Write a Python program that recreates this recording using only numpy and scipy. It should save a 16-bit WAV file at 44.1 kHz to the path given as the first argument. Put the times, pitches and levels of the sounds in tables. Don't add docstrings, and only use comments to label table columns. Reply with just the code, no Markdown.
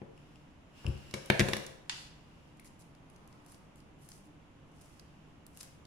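import sys
import numpy as np
from scipy import signal
from scipy.fft import rfft, irfft, next_fast_len
from scipy.io import wavfile
from scipy.ndimage import map_coordinates

SR = 44100
rng = np.random.default_rng(int(sys.argv[2]) if len(sys.argv) > 2 else 0)


def bounce(signal):
    frames = np.transpose(np.atleast_2d(signal))
    limited = np.clip(frames, -1, 1)
    pcm = np.round(limited * 32767).astype(np.int16)
    wavfile.write(sys.argv[1], SR, pcm)


N = 258426

# (s, clack dB, brightness Hz, board knock dB, knock cut-off Hz, room dB)
CLACKS = [(0.0171, -62, 3000, -41, 555, -1), (0.8453, -57, 1400, -46.5, 610, 7.5), (1.1397, -37, 8200, -35, 905, -1.5),
          (1.3006, -21.5, 3450, -21, 1370, -3), (1.395, -25, 7400, -26, 426, -15.5), (1.403, -29, 6440, -23, 380, -4),
          (1.4092, -27.5, 2500, -24, 360, -2), (1.486, -37.5, 9800, -30, 820, -1), (1.5337, -29.5, 5400, -33, 1610, -4),
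          (1.567, -41, 7960, -39, 890, -6), (1.8957, -33, 5940, -56, 1210, 1), (5.609, -60, 5000, -65.5, 1400, 6.5)]
# (s, dB)
THUDS = [(0.853, -32.5), (0.876, -26.5), (0.888, -25), (0.955, -38), (1.4116, -24)]
# (Hz, dB, t60 s)
BOARD = [(39, -9, 0.28), (74, -5, 0.15), (109, -3.5, 0.17), (136.6, -1, 0.19), (204.6, 0.5, 0.11), (258, -7.5, 0.079), (363.6, 4, 0.038),
         (455, -10, 0.095), (531.3, -8.5, 0.13), (700, -21, 0.13)]
# (Hz, width Hz, dB)
BLADE = [(2785, 420, 4.5), (5260, 810, -8.5), (7430, 360, -11), (10100, 1100, -15.5)]
# (s, dB)
TOUCHES = [(0.1774, -67.5), (0.3582, -65), (0.8657, -44.5), (5.574, -66)]
# (s, peak dB, centre Hz)
SNAPS = [(0.883, -43.5, 10450), (0.9757, -46, 3180), (1.1111, -39, 5080), (1.6652, -31, 7300), (2.598, -43.5, 10500), (2.9502, -51.5, 4680), (3.521, -44, 9920), (4.996, -40, 4970),
         (5.4655, -40, 11500), (5.5733, -37, 11000), (5.6093, -35.5, 5050), (5.6304, -36, 10400), (5.8524, -45, 3930)]
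# (middle s, half length s, dB, centre Hz)
RUSTLES = [(1.261, 0.0018, -47.5, 9700), (1.49, 0.11, -53.5, 7500), (1.993, 0.058, -61, 7000), (3.352, 0.25, -68, 890),
           (4.039, 0.023, -64, 9800), (4.137, 0.038, -62, 8000), (4.26, 0.011, -69.5, 9000), (4.818, 0.0048, -62, 8800),
           (4.876, 0.11, -70.5, 7500), (5.612, 0.04, -58.5, 8000), (5.61, 0.0033, -44.5, 7000)]
# (Hz, dB per Hz)
CLACK_COLOUR = [(100, -15.5), (450, -34), (950, -7.5), (1280, -8.5), (1550, -1.5), (2050, 4), (3100, -0.5), (4500, -1), (6200, -3.5), (8300, -5.5), (10800, -4.5), (12500, -15), (15500, -18)]
SKIN_COLOUR = [(200, -25), (1000, 5), (3000, -3.5), (5000, -1.5), (8000, -6), (10700, -2.5), (12500, -10), (16000, -17.5)]
AIR = [(20, -7), (55, -4), (130, -5), (200, -5), (300, -8.5), (400, -14.5), (1000, -19), (1800, -27), (2900, -27), (4300, -38.5), (7000, -39.5), (8300, -46.5), (11000, -45.5), (16000, -71)]
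AIR_DB = -59
ALIKE = [(60, 0.71), (180, 0.87), (550, 0.34), (1650, 0.02), (4970, 0.02), (15000, 0.023)]  # (Hz, left-right likeness)
LEAN = [(60, -1), (180, 0), (550, -0.5), (1650, -1.5), (4970, 0.5), (15000, 0.5)]  # (Hz, left-right dB)
KITCHEN = [(100, 0.99), (300, 0.57), (700, 0.78), (2500, 0.64), (6000, 0.6), (11000, 0.44), (16000, 0.71)]  # (Hz, t60 s)
ECHO = [(60, -36), (300, -3), (540, 7.5), (700, 2), (1050, 2), (2000, -2.5), (5000, 0.5), (11000, 1.5), (12500, -4), (16000, 3)]  # (Hz, dB returned by the walls)
TOP_HZ = 15700
# (Hz, width Hz, dB above the plain clack)
PRESSED = [(990, 120, 1.5), (1580, 120, -2.5), (1710, 150, -4), (2276, 120, -0.5), (2896, 110, -2), (3700, 500, -8.5)]
CLACK_LEAN_DB = 0
CRUSH_S = (1.1, 1.7)
BURST_DB, BURST_HZ, BURST_LAG_S, BURST_HALF_S = -39, 12000, 0.002, 0.0022
BURST_CLACK_DB = -23
BURST_SHARE = 0.3
PALM_HZ = 101
# (start s, end s, dB)
SLIDES = [(0.17, 0.376, -72.5), (0.778, 1.35, -61), (2.15, 2.444, -72.5), (4.78, 5.305, -76)]
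SLIDE_ATTACK_S, SLIDE_RELEASE_S = 0.035, 0.14
# (start s, length s, snap dB, peeling dB)
PICKS = [(2.646, 0.029, -48.5, -59.5), (2.794, 0.0278, -51, -64), (3.1, 0.0618, -50.5, -80), (3.276, 0.051, -49.5, -83),
         (3.463, 0.0822, -47, -63), (3.758, 0.045, -51, -71), (4.089, 0.029, -39.5, -67)]
CATCH_HZ, TEAR_HZ, PEEL_HZ = 10100, 5300, 8400
PEEL_PEAK, PEEL_WIDTH = 0.6, 0.39
# (Hz, dB, brief swell dB)
FAN = [(149.1, -66.5, 2.5), (296, -72.5, 9.5)]
FAN_WIDTH_HZ, FAN_WAVER_DB, FAN_WAVERS_PER_S = 11.7, 1.5, 2.61
HANDLING_S = (2.4, 2.8)
TICKS_PER_S, TICK_DB, TICK_SPREAD_DB, TICK_HZ = 7, -56.5, -4, 7500
KNOCK_LOW_HZ, PALM_LOW_HZ = 72, 42
# (s, dB)
TAPS = [(2.596, -60), (2.648, -68)]
TAP_RING = [(2150, 450, 0), (4300, 2200, -17)]  # (Hz, width Hz, dB)
SWELL_S, SWELL_HALF_S = 4.35, 0.099


def amp(db):
    return 10 ** (np.asarray(db) / 20)


def unit(x):
    return x / np.sqrt(np.mean(x ** 2) + 1e-20)


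def blow(x):
    return unit(x) * np.sqrt(SR / 100 / x.shape[-1])


def along(points, hz):
    f, v = np.transpose(points)
    return np.interp(np.log(hz + 1), np.log(f + 1), v)


def filtered(x, gain):
    n = x.shape[-1]
    m = 2 * next_fast_len(n // 2 + 4096)
    cepstrum = irfft(np.log(np.maximum(gain(np.fft.rfftfreq(m, 1 / SR)), 1e-6)))
    cepstrum[1:m // 2] *= 2
    cepstrum[m // 2 + 1:] = 0
    return irfft(rfft(x, m) * np.exp(rfft(cepstrum)), m)[..., :n]


def add(track, s, x):
    part = track[:, max(round(s * SR), 0):][:, :x.shape[-1]]
    part += x[..., :part.shape[-1]]


def pan(db):
    return amp(np.array([np.atleast_1d(db), -np.atleast_1d(db)]) / 2)


def burst(t60, spike, size):
    x = rng.standard_normal((2, size)) * amp(-60 * np.arange(size) / SR / t60)
    x[:, 0] = spike * np.linalg.norm(x[0])
    return x


def kitchen(x, wet_db):
    hz, t, z = signal.stft(rng.standard_normal((2, SR)), SR, nperseg=256)
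    tail = signal.istft(z * amp(along(ECHO, hz)[:, None] - 60 * t / along(KITCHEN, hz)[:, None]), SR, nperseg=256)[1]
    tail *= 1 - np.exp(-np.arange(tail.shape[1]) / SR / 0.002)
    tail /= np.linalg.norm(tail[0])
    return x + amp(wet_db) * signal.fftconvolve(x, tail, axes=1)[:, :x.shape[-1]]


def board(cut_hz, low_hz):
    t = np.arange(SR) / SR
    ring = sum(amp(db + rng.normal(0, 1) - 60 * t / t60) * np.sin(2 * np.pi * hz * t) for hz, db, t60 in BOARD)
    dense = filtered(burst(t60=0.033, spike=0.076, size=SR), lambda hz: 1 / np.hypot(1, np.log2((hz + 1) / 830) ** 2))
    both = unit(ring) * pan(5.2) + amp(-8) * unit(dense)
    radiated = lambda hz: (hz / np.hypot(hz, low_hz)) ** 3
    return blow(filtered(both, lambda hz: radiated(hz) / np.hypot(1, (hz / cut_hz) ** 2)))


def steel(hz):
    return resonances(BLADE, hz)


def crush():
    out = np.zeros((2, N))
    for s, db, bright_hz, knock_db, knock_hz, room_db in CLACKS:
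        pressed = CRUSH_S[0] < s < CRUSH_S[1]
        colour = lambda hz: amp(along(CLACK_COLOUR, hz)) * (1 + pressed * resonances(PRESSED, hz)) / np.hypot(1, (hz / bright_hz) ** 3)
        clack = blow(filtered(burst(t60=0.026, spike=0.45, size=SR), colour)) * pan(CLACK_LEAN_DB)
        add(out, s, kitchen(amp(db) * clack + amp(knock_db) * board(knock_hz, KNOCK_LOW_HZ), room_db))
        if pressed:
            juice = crackle(BURST_HALF_S, BURST_DB + BURST_SHARE * (db - BURST_CLACK_DB), BURST_HZ)
            add(out, s + BURST_LAG_S - .5, kitchen(juice, wet_db=-5))
    for s, db in THUDS:
        add(out, s, kitchen(amp(db) * board(PALM_HZ, PALM_LOW_HZ), wet_db=-3.5))
    return out


def blade():
    t = np.arange(N) / SR
    friction = lambda hz: steel(hz) + amp(1.0) * hz / (hz + 300) / np.hypot(1, (hz / 3000) ** 1.52)
    strokes = sum(amp(db) * np.exp(-np.maximum(start - t, 0) / SLIDE_ATTACK_S - np.maximum(t - end, 0) / SLIDE_RELEASE_S)
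                  for start, end, db in SLIDES)
    out = strokes * unit(filtered(rng.standard_normal((2, N)), friction))
    for s, db in TOUCHES:
        add(out, s, amp(db) * blow(filtered(burst(t60=0.001, spike=2.7, size=SR // 10), steel)) * pan(9.6))
    return kitchen(out, wet_db=-4)


def snaps():
    out = np.zeros((2, N))
    for s, db, centre_hz in SNAPS:
        add(out, s, snap(db, centre_hz))
    return kitchen(out, wet_db=-7.0)


def rustle():
    out = np.zeros((2, N))
    for s, half_s, db, centre_hz in RUSTLES:
        add(out, s - .5, crackle(half_s, db, centre_hz))
    return kitchen(out, wet_db=-5.0)


def air():
    turn = lambda hz: np.arccos(np.clip(along(ALIKE, hz), 0, .99)) / 2
    mid = filtered(rng.standard_normal(N), lambda hz: amp(along(AIR, hz)))
    side = filtered(rng.standard_normal(N), lambda hz: amp(along(AIR, hz)) * np.tan(turn(hz)))
    pair = [filtered(mid + sign * side, lambda hz: amp(sign * along(LEAN, hz) / 2)) for sign in (1, -1)]
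    return amp(AIR_DB) * np.array(pair) / np.std(mid)


def hum():
    band = lambda centre: unit(filtered(rng.standard_normal(N), lambda hz: 1 / (1 + ((hz - centre) / FAN_WIDTH_HZ) ** 2)))
    swell = np.exp(-((np.arange(N) / SR - SWELL_S) / SWELL_HALF_S) ** 2 / 2)
    return sum(amp(db + swell_db * swell + FAN_WAVER_DB * wobble(FAN_WAVERS_PER_S)) * band(hz) for hz, db, swell_db in FAN)


def resonances(modes, hz):
    return sum(amp(db) / (1 + (2 * (hz - centre) / width) ** 2) for centre, width, db in modes)


def skin(centre_hz):
    return lambda hz: amp(along(SKIN_COLOUR, hz)) / np.hypot(1, np.log2((hz + 1) / centre_hz) / 0.5)


def wobble(rate):
    return map_coordinates(rng.standard_normal(int(N * rate / SR) + 4), [np.arange(N) * rate / SR])


def snap(db, centre_hz):
    return amp(db - 16.5) * blow(filtered(burst(t60=0.016, spike=0.31, size=SR // 20), skin(centre_hz)))


def crackle(half_s, db, centre_hz):
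    t = np.arange(SR) / SR - .5
    fractures = (rng.random(SR) < 2600 / SR) * amp(3.1 * rng.standard_normal(SR))
    grains = fractures * rng.standard_normal((2, SR))
    return amp(db) * np.exp(-(t / half_s) ** 2 / 2) * unit(filtered(grains, skin(centre_hz)))


def picks():
    out = np.zeros((2, N))
    for s, length, snap_db, peel_db in PICKS:
        add(out, s, snap(snap_db, CATCH_HZ))
        add(out, s + PEEL_PEAK * length - .5, crackle(PEEL_WIDTH * length, peel_db, PEEL_HZ))
        add(out, s + length, snap(snap_db, TEAR_HZ))
    return kitchen(out, wet_db=-4.0)


def ticks():
    out = np.zeros((2, N))
    start, end = HANDLING_S
    for when, size, pitch in rng.random((round(TICKS_PER_S * (end - start)), 3)):
        add(out, start + when * (end - start), snap(TICK_DB + TICK_SPREAD_DB * (2 * size - 1), TICK_HZ * 2 ** (pitch - .5)))
    return kitchen(out, wet_db=3)


def taps():
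    out = np.zeros((2, N))
    for s, db in TAPS:
        add(out, s, amp(db) * blow(filtered(burst(t60=0.012, spike=0.44, size=SR // 10), lambda hz: resonances(TAP_RING, hz))))
    return kitchen(out, wet_db=1.5)


def scene():
    return crush() + blade() + taps() + picks() + snaps() + ticks() + rustle() + air() + hum()


def record(dry):
    m = next_fast_len(N + 8192)
    return irfft(rfft(dry, m) / np.hypot(1, (np.fft.rfftfreq(m, 1 / SR) / TOP_HZ) ** 60), m)[:, :N]


dry = scene()
out = record(dry)
bounce(out)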